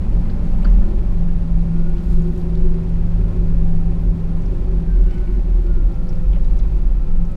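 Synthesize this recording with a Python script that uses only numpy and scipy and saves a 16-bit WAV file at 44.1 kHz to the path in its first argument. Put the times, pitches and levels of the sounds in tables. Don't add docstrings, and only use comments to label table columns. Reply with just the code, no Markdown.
import sys
import numpy as np
from scipy import signal
from scipy.fft import rfft, irfft
from scipy.io import wavfile
from scipy.ndimage import uniform_filter1d

SR = 44100
rng = np.random.default_rng(int(sys.argv[2]) if len(sys.argv) > 2 else 0)


def voltage_ratio(level):
    return 10 ** (np.asarray(level, float) / 20)


def bounce(signal):
    frames = np.transpose(np.atleast_2d(signal))
    limited = np.clip(frames, -1, 1)
    pcm = np.round(limited * 32767).astype(np.int16)
    wavfile.write(sys.argv[1], SR, pcm)


N = 324576


def evened(x):
    return x / np.sqrt(np.mean(x ** 2) + 1e-20)


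def at_samples(s, values):
    return np.interp(np.arange(N) / SR, s, values)


def curves(rows):
    s, *columns = np.transpose(rows)
    return [at_samples(s, c) for c in columns]


def swells(rows, rest_db):
    t = np.arange(0, N / SR + .01, .002)
    rows = np.array(rows)
    half_lengths = (t - rows[:, :1]) / rows[:, 2:3]
    shape_db = rows[:, 1:2] - 14.5 * half_lengths ** 2
    power = voltage_ratio(2 * np.maximum(shape_db, -150))
    db = 10 * np.log10(power.sum(axis=0) + voltage_ratio(2 * rest_db))
    held = uniform_filter1d(rows[shape_db.argmax(axis=0), -1], size=15)
    return [at_samples(t, c) for c in (db, held)]


def spectrum_db(points, hz):
    f, db = np.transpose(points)
    return np.interp(np.log(hz + 1), np.log(f + 1), db)


def coloured(x, db):
    return evened(irfft(rfft(x) * voltage_ratio(db), N))


def near(hz, mode_hz, width_hz):
    return -10 * np.log10(1 + (2 * (hz - mode_hz) / width_hz) ** 2)


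def drift(width_hz):
    r = np.exp(-np.pi * width_hz / SR)
    z = rng.standard_normal(N) + 1j * rng.standard_normal(N)
    for _ in range(2):
        z = signal.lfilter([1 - r], [1, -r], z)
    return z / np.sqrt(np.mean(abs(z) ** 2))


def tone(hz, db, rough, width_hz):
    rough = np.clip(rough, 0, 1)
    turn = np.exp(2j * np.pi * (np.cumsum(hz, axis=-1) / SR + rng.random()))
    wobble = np.sqrt(1 - rough) + np.sqrt(rough) * drift(width_hz)
    return np.sqrt(2) * voltage_ratio(db) * (turn * wobble).real


def ring(x, hz, width_hz):
    b, a = signal.iirpeak(min(hz, 15000), max(hz / width_hz, .6) / 0.77, SR)
    return signal.lfilter(b, a, signal.lfilter(b, a, x))


def add(mix, s, sound):
    part = mix[round(s * SR):][:len(sound)]
    part += sound[:len(part)]


# time in seconds, roar in dB.
ROLL = [(0, -44), (.8, -43.5), (1.1, -45.5), (1.9, -47), (2.74, -46.5), (3.27, -45.5), (4.09, -47),
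        (4.42, -46), (4.82, -47), (5.19, -48.5), (5.4, -47.5), (6.23, -48.5), (7.36, -49)]
ROLL_MID_DB = -45
# frequency in Hz, level in dB per Hz.
ROAR_SPECTRUM = [(26, -26), (45, -7.5), (64, -9.5), (86, -16.5), (119, -15.5), (173, -12), (242, -19),
                 (317, -28), (366, -25), (472, -31.5), (553, -29), (701, -36), (784, -34.5), (933, -43),
                 (2000, -58.5), (2600, -87.5), (4400, -120)]
HISS_SPECTRUM = [(530, -15), (900, -1.5), (1040, -4), (1120, -8.5), (1690, -9), (1840, -9.5), (2540, -13.5),
                 (11100, -31), (14400, -39), (15500, -51.5)]
CRUNCH_SPECTRUM = [(1500, -12), (4000, 0), (7000, -5), (11000, -7), (15600, -8)]
# frequency in Hz, width in Hz, lift in dB.
CAB_MODES = [(168, 11, 3), (286.4, 29, 4.5), (503, 47, 0.5), (563, 120, -0.5), (752, 28, 1.5),
             (1079, 96, 3), (1300, 87, 4), (1462, 53, 2.5), (700, 72, -3), (2500, 430, 3.5),
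             (4500, 1100, 2)]
# middle in seconds, level in dB, half length in seconds.
SLUSH = [
    (.55, -4, 0.45),
    (1.9, -1.5, 0.38),
    (2.74, -4, 0.5),
    (4.42, -9, 0.16),
    (5.19, 0, 0.39),
    (6.6, -0.5, 0.47),
]
# middle in seconds, level in dB, half length in seconds.
CRUST = [
    (2.12, -58.5, 0.14),
    (2.26, -63.5, 0.16),
    (2.39, -61, 0.072),
    (5.15, -73, 0.2),
    (6.13, -67.5, 0.24),
]


def rolling():
    roar_db, = curves(ROLL)
    crust_db, _ = swells(CRUST, rest_db=-70.5)
    slush_db, _ = swells(SLUSH, rest_db=2.0)
    hiss_db = -53.5 + 0.66 * (roar_db - ROLL_MID_DB) + slush_db
    hz = np.fft.rfftfreq(N, 1 / SR)
    modes_db = sum(db / (1 + (2 * (hz - f) / width_hz) ** 2) for f, width_hz, db in CAB_MODES)

    roar = coloured(rng.standard_normal(N), spectrum_db(ROAR_SPECTRUM, hz) + modes_db)
    flicker = voltage_ratio(.9 * drift(90).real)
    hiss = coloured(rng.standard_normal(N) * flicker, spectrum_db(HISS_SPECTRUM, hz) + modes_db)

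    breaks = rng.random(N) < 2500 / SR
    grains = voltage_ratio(3.0 * np.minimum(rng.exponential(1, N), 4)) * breaks
    puffs = signal.lfilter([1], [1, -np.exp(-1 / 30)], grains) * rng.standard_normal(N)
    crunch = coloured(puffs, spectrum_db(CRUNCH_SPECTRUM, hz))
    return roar * voltage_ratio(roar_db + 16.5) + hiss * voltage_ratio(hiss_db) + crunch * voltage_ratio(crust_db)


# frequency in Hz, width in Hz, level in dB.
GLASS = [(525, 18, -55), (571, 16, -54), (770, 20, -57), (860, 12, -64), (1040, 16, -65)]
# middle in seconds, level in dB, half length in seconds.
BRACKET = [
    (1.95, -62, .25),
    (3.5, -65, .3),
    (4.3, -66, .3),
    (6.12, -65, .2),
    (6.9, -66, .12),
]


def glass_and_bracket():
    roar_db, = curves(ROLL)
    still = np.ones(N)
    out = tone(1420 * still, swells(BRACKET, rest_db=-73)[0], rough=0.98, width_hz=11)
    for hz, width_hz, db in GLASS:
        out += tone(hz * still, db + roar_db - ROLL_MID_DB, rough=0.96, width_hz=width_hz)
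    return out


# start in seconds, peak in dB, ring in Hz, width in Hz.
TICKS = [(0.049, -46, 2280, 1200), (0.58, -54, 9700, 5000), (0.99, -46, 3000, 1215),
         (1.893, -49, 7005, 3990), (1.982, -48, 4000, 3990), (2.117, -55, 7740, 1498),
         (2.22, -52, 6400, 2010), (2.376, -49, 7000, 9000), (2.414, -47, 3800, 2500),
         (2.457, -39, 624, 398), (2.552, -43, 4130, 2200), (2.574, -47, 4500, 3000),
         (2.892, -52, 7420, 9010), (3.81, -46, 1302, 300), (4.02, -57, 11600, 4000),
         (4.42, -51, 6030, 2005), (4.457, -49, 5503, 1210), (5.11, -46, 5030, 2500),
         (5.109, -43, 2280, 1508), (5.141, -50, 6013, 7000), (5.18, -49.5, 4500, 4000),
         (5.18, -47, 2053, 500), (5.277, -47, 2500, 700), (5.283, -54, 3130, 1200),
         (5.665, -48, 2770, 1500), (5.942, -54, 5400, 1497), (6.09, -44, 5340, 1000), (6.1, -52, 5200, 700),
         (6.128, -50, 4200, 900), (6.129, -45, 2330, 901), (6.155, -51, 5110, 1500),
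         (6.346, -46, 2406, 1200), (6.359, -44, 2870, 1300), (6.589, -42.5, 5490, 5000),
         (6.596, -42.5, 3850, 2500), (6.628, -55, 4010, 1198), (7.357, -47, 6070, 2500),
         (.699, -52, 6000, 900), (1.523, -56, 6000, 4000), (1.61, -51, 4000, 3000),
         (1.942, -56.5, 8000, 2500), (6.068, -55, 4500, 900), (6.311, -53, 4500, 900),
         (7.251, -53, 5800, 2000), (7.266, -57, 12000, 4000), (7.317, -52, 7970, 5000)]
KNOCKS = [(.297, -44.5, 4300, 1100), (.296, -40, 1600, 600), (.299, -48, 3300, 900),
          (.309, -50, 5000, 1200), (.63, -52, 8425, 1200), (.63, -43, 2800, 1200), (.646, -38, 4450, 800),
          (.647, -32, 1400, 500), (.649, -29, 450, 600), (.647, -44, 2800, 1600), (.66, -45, 2300, 2000),
          (.664, -55, 6000, 700), (.665, -37, 900, 1500), (.69, -46, 2000, 1500), (6.33, -45, 2300, 900),
          (6.33, -43, 3100, 1300), (6.363, -44, 1800, 2000), (6.3655, -31, 520, 250),
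          (6.447, -55, 6500, 4000), (6.445, -50, 3900, 1000)]
THUDS = [
    (.85, -26, 190, 90),
    (5.35, -24, 190.6, 121.7),
    (5.7, -23.5, 170, 159.6),
    (5.76, -31, 198, 120),
    (6.45, -30, 181.1, 100),
    (6.721, -26.5, 110.8, 100),
]


def knocking():
    out = np.zeros(N)
    t = np.arange(2000) / SR
    fade = signal.windows.tukey(4000, .3)[2000:]
    for rows, t60_s in ((TICKS, .03), (KNOCKS, .055), (THUDS, .22)):
        for s, db, hz, width_hz in rows:
            puff = rng.standard_normal(2000) * voltage_ratio(-60 * t / t60_s)
            blow = ring(puff, hz, width_hz)
            add(out, s, voltage_ratio(db) * fade * blow / abs(blow).max())
    return out


# start in seconds, length in seconds, level in dB, two rings in Hz.
CREAKS = [
    (0.643, 0.017, -41, 1341, 4500),
    (0.644, 0.036, -51, 1720, 3000),
    (0.804, 0.067, -54, 1370, 1690),
    (1.28, .025, -55, 1660, 2600),
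    (5.091, 0.13, -60, 2206, 2597),
    (5.254, 0.1, -63, 2233, 2586),
    (6.339, 0.028, -53, 1300, 2228),
]
# time in seconds, pitch in Hz, level in dB.
SQUEAK = [
    (5.02, 2920, -110),
    (5.04, 2920, -75),
    (5.07, 2840, -65),
    (5.11, 2900, -61),
    (5.13, 3020, -59),
    (5.17, 3010, -61),
    (5.2, 3030, -76),
    (5.22, 3030, -110),
]


def creaking():
    squeak_hz, squeak_db = curves(SQUEAK)
    out = tone(squeak_hz, squeak_db, rough=.75, width_hz=110)
    t = np.arange(9000) / SR
    for s, length_s, db, hz, other_hz in CREAKS:
        slips = rng.standard_normal(9000)
        envelope = np.interp(t, [0, .003, length_s, length_s + 0.0055], [0.053, 0.83, 0.57, 0.031])
        slips = slips * abs(slips) * envelope
        creak = ring(slips, hz, 350) + voltage_ratio(-12.5) * ring(slips, other_hz, 460)
        add(out, s, voltage_ratio(db) * evened(creak) * np.sqrt(length_s * SR / 9000))
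    return out


# middle in
# seconds, level in dB, half length in seconds, frequency in Hz.
HEAVE = [(0.035, -18.5, 0.048, 18), (0.261, -18, 0.37, 21), (0.567, -12.5, 0.14, 19.4),
         (0.792, -9, 0.098, 19), (0.984, -19, 0.11, 21.3), (1.224, -12.5, 0.25, 20.4),
         (1.568, -11.5, 0.087, 20.3), (1.807, -13, 0.22, 19), (2.162, -11.5, 0.076, 21.8),
         (2.296, -20.5, 0.052, 21), (2.417, -19, 0.1, 17.3), (2.655, -10.5, 0.13, 20.2),
         (3.036, -13, 0.16, 20.8), (3.665, -12, 0.39, 19.3), (4.051, -21, 0.092, 22.9),
         (4.345, -15, 0.16, 21.4), (4.587, -18, 0.064, 19.5), (4.704, -19, 0.051, 22.24),
         (4.842, -17, 0.099, 20.3), (5.068, -15, 0.15, 19.4), (5.29, -19.5, 0.149, 18.7),
         (5.77, -14, 0.1, 20.6), (6.131, -15, 0.25, 19.7), (6.454, -12.5, 0.26, 20.4),
         (6.864, -12.5, 0.12, 20.7), (7.174, -11, 0.18, 20.1)]
BOOM = [(0.135, -15.5, 0.15, 41.57), (0.562, -18.5, 0.12, 42.24), (0.728, -8, 0.12, 39.9),
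        (0.95, -13, 0.057, 41.8), (1.116, -16.5, 0.092, 39), (1.224, -16.5, 0.042, 41.62),
        (1.373, -18, 0.09, 40), (1.586, -14.5, 0.11, 40.92), (2.105, -19.5, 0.12, 42.76),
        (2.598, -19, 0.16, 44.18), (2.983, -19, 0.13, 41.2), (3.211, -12.5, 0.11, 40.15),
        (3.378, -14.5, 0.073, 38.94), (3.52, -17.5, 0.18, 42.84), (3.876, -15, 0.058, 44.3),
        (3.994, -13.5, 0.051, 40.7), (4.091, -11.5, 0.048, 40.87), (4.505, -19, 0.14, 40.63),
        (4.799, -16.5, 0.17, 43.7), (4.997, -9, 0.12, 40.53), (5.202, -17.5, 0.041, 42.22),
        (5.34, -15, 0.14, 42.25), (5.574, -12.5, 0.29, 40.01), (5.852, -10, 0.056, 41.48),
        (6.024, -20, 0.077, 42.7), (6.309, -13, 0.087, 42.2), (6.546, -14.5, 0.26, 40.3),
        (6.761, -13.5, 0.039, 42.87), (6.917, -14, 0.17, 39.4), (7.222, -17.5, 0.087, 40.04),
        (0.34, -19.5, 0.027, 40.4),
    (0.416, -19, 0.031, 40.25),
    (1.774, -20, 0.1, 40.4),
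    (1.937, -19, 0.062, 41.3),
    (2.232, -20, 0.043, 41.34),
    (2.347, -22.5, 0.058, 42.74),
    (2.434, -22.5, 0.046, 42.7),
    (2.829, -22, 0.083, 41.02),
    (4.276, -28.5, 0.11, 40.9),
    (6.185, -23.5, 0.096, 39.6),
]
SWAY = [
    (.35, -27.5, 0.29, 50.77),
    (1.0, -25.5, 0.1483, 51.77),
    (2.15, -21.5, .15, 47.82),
    (2.65, -23, 0.19, 45.76),
    (3.6, -21, .2, 47),
    (4.1, -23, .25, 46.63),
    (4.75, -26.5, .12, 45.82),
    (5.3, -26, 0.17, 48.86),
    (6.3, -25.5, 0.11, 50.07),
    (6.75, -23, 0.21, 49.24),
]
DRONE = [
    (.3, -29, .3, 167.3),
    (.75, -29.5, 0.118, 165),
    (5.4, -37, .2, 177.9),
    (5.75, -35.5, 0.16, 171.9),
    (6.45, -33.5, 0.091, 171.6),
    (6.62, -31, 0.076, 168.4),
    (7.0, -41, 0.24, 162.8),
]


def body():
    heave_db, heave_hz = swells(HEAVE, rest_db=-24.5)
    boom_db, boom_hz = swells(BOOM, rest_db=-35)
    sway_db, sway_hz = swells(SWAY, rest_db=-37.5)
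    drone_db, drone_hz = swells(DRONE, rest_db=-41.5)
    out = tone(heave_hz, heave_db, rough=.1, width_hz=26)
    out += tone(boom_hz, boom_db, rough=.1, width_hz=26)
    out += tone(sway_hz, sway_db, rough=.15, width_hz=8)
    return out + tone(drone_hz, drone_db, rough=.2, width_hz=15)


# time in seconds, turns per second.
SHAFT = [(0, 24.6), (.5, 24.6), (.76, 23), (1.05, 24.44), (1.3, 23.35), (1.65, 25.3), (1.78, 27),
         (2.1, 27.1), (2.6, 28.5), (2.72, 29.2), (2.95, 31.2), (3.2, 31.7), (4, 32.1), (4.5, 31.4),
         (4.87, 29.4), (5.1, 28.15), (5.35, 27.4), (5.66, 26.85), (6.1, 24.75), (6.85, 25.4), (7.36, 23.99)]


def shaft_speed():
    return curves(SHAFT)[0]


# middle in seconds, level in dB, half length in seconds.
PANEL = [(.43, -51, 0.36), (.91, -31.5, 0.17), (1.85, -39, 0.3), (2.22, -35.5, 0.18), (2.58, -35, 0.43),
         (3.3, -37, 0.39), (3.9, -40, 0.55), (4.6, -39, 0.61), (5.25, -39.5, 0.39), (5.7, -35, 0.29),
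         (6.4, -41, 0.99), (7.2, -62, 0.59)]
# beats per shaft turn, level in dB.
LUG_ROWS = [(11.4, -9), (11.9, -8), (12.35, -3), (12.66, -7), (13.03, 2), (13.4, -8)]


def door_panel():
    panel_hz, lug_db = 360.9, -42.5
    panel_db, _ = swells(PANEL, rest_db=-44)
    beats, rows_db = np.transpose(LUG_ROWS)[:, :, None]
    lugs_hz = beats * shaft_speed()
    shaken_db = 0.58 * (panel_db - lug_db)
    lugs_db = lug_db + rows_db + shaken_db + 2 * near(lugs_hz, panel_hz + 5, width_hz=43.7)
    lugs = tone(lugs_hz, lugs_db, rough=.12, width_hz=9).sum(axis=0)
    return lugs + tone(panel_hz * np.ones(N), panel_db - 5.5, rough=0.98, width_hz=45.9)


# time in seconds, dB on orders 3 and 4.
TORQUE = [(0, -9), (.8, -5), (1.3, 1.5), (2.5, 1.5), (3.2, 3), (4, -3), (4.6, 1.5), (5.2, 1), (5.8, 0),
          (6.3, -3), (7.36, -4)]
# order, level in dB.
SHAFT_FAINT = [(9, -48.5)]
# middle in seconds, level in dB, half length in seconds.
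WHINE = [(.8, -62, 0.28), (1.84, -55.5, 0.13), (2.05, -63, 0.29), (3.5, -74, 0.4), (4.91, -56, .08),
         (5.0, -59, .08), (5.11, -55.5, .1), (5.25, -54.5, .11), (5.74, -53.5, .12), (5.97, -59, .24),
         (7.03, -60, 0.19), (7.3, -57.5, 0.23)]
# time in seconds, pitch in Hz, level in dB.
HUM = [
    (5.8, 517, -59),
    (6.001, 509, -50.5),
    (6.35, 508, -47.5),
    (6.55, 506, -51),
    (6.95, 504.7, -66),
    (7.128, 497.5, -44),
    (7.3, 500, -69),
]


def driveline():
    speed = shaft_speed()
    torque_db, = curves(TORQUE)
    third_db = -27 - 3 * np.maximum(79 - 3 * speed, 0)
    orders = []
    for k, db in ((3, third_db), (4, -31.5)):
        floor_db = np.maximum(near(k * speed, 97.6, width_hz=6.6), -10.5)
        orders.append((k, db + torque_db + floor_db))
    orders += [(k, db + near(k * speed, 280, width_hz=20)) for k, db in SHAFT_FAINT]
    out = sum(tone(k * speed, db, rough=0.031, width_hz=8.1) for k, db in orders)

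    meshes_per_turn = 53.6
    out += tone(meshes_per_turn * speed, swells(WHINE, rest_db=-72)[0], rough=.12, width_hz=40)
    hum_in = at_samples([HUM[0][0] - .05, HUM[0][0]], [0, 1])
    return out + hum_in * tone(*curves(HUM), rough=0.31, width_hz=6.0)


# time in seconds, turns per second.
CRANK = [(0, 26.4), (.6, 26.3), (.85, 25.6), (1.05, 25.2), (1.2, 24.4), (1.5, 24), (3.3, 24.05),
         (3.8, 23.8), (4.3, 23.66), (5, 23.25), (5.8, 22.56), (6.8, 21.7), (7.36, 21.4)]
# order, level in dB.
CRANK_FAINT = [(2, -33), (5, -45), (6, -49)]
# time in seconds, dB on order 7.
LOAD = [(0, -5), (.35, 4.5), (.75, 7), (1.05, 1.5), (1.35, 2), (1.45, -1.5), (1.8, 3), (1.95, -4),
        (2.2, 2.5), (2.7, -1.5), (3.1, -0.5), (3.45, 1), (3.8, 0.5), (4.4, -0.5), (4.68, -4), (4.82, 3),
        (5.0, -3.5), (5.95, -0.5), (6.25, 4), (7.36, -1.5)]
# middle in seconds, level in dB, half length in
# seconds.
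PULL = [
    (.45, -35, 0.33),
    (1.2, -31, 0.19),
    (2.2, -35, .5),
    (5.0, -37, 0.29),
]
LABOUR = [
    (.17, -30.5, 0.51),
    (5.8, -53, 0.4),
]
EIGHTH_SWELLS = [
    (.55, -33.5, .75),
    (6.85, -33.5, 0.12),
    (7.23, -28.5, .16),
]


def engine():
    speed, = curves(CRANK)
    load_db, = curves(LOAD)
    third_db, _ = swells(PULL, rest_db=-35.5)
    fourth_db, _ = swells(LABOUR, rest_db=-48.5)
    seventh_db = -24 + load_db + near(7 * speed, 168.1, width_hz=5.67)
    eighth_db = np.maximum(-41, swells(EIGHTH_SWELLS, rest_db=-55)[0])
    orders = [(3, third_db), (4, fourth_db), (7, seventh_db), (8, eighth_db)] + CRANK_FAINT
    return sum(tone(k * speed, db, rough=.04, width_hz=9) for k, db in orders)


def scene():
    cab = rolling() + glass_and_bracket() + knocking() + creaking()
    cab += body() + door_panel() + driveline() + engine()
    opening = at_samples([0, .004], [.2, 1])
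    return (cab * opening)[None]


def patchy_treble(x):
    hz, t, z = signal.stft(x, SR, nperseg=1024)
    luck = evened(uniform_filter1d(rng.standard_normal(z.shape), size=12, axis=0))
    luck = luck + 1.2 * rng.standard_normal(len(t))
    need = np.interp(hz, [11500, 12500, 15130, 15180], [-9, -2.6, -.8, 2.6])
    gain = np.where(luck > need[:, None], 1, voltage_ratio(-25))
    return signal.istft(z * gain, SR, nperseg=1024)[1][:N]


def band_limit(x):
    return signal.sosfilt(signal.butter(12, 15630, fs=SR, output="sos"), x)


def record(dry):
    x = signal.sosfilt(signal.butter(2, 11, "high", fs=SR, output="sos"), dry[0])
    x = x * np.interp(np.arange(N), [N - .006 * SR, N - 1], [1, 0])
    x = patchy_treble(1.08 * np.tanh(x / 1.05))
    return band_limit(x[None])


dry = scene()
out = record(dry)
bounce(out)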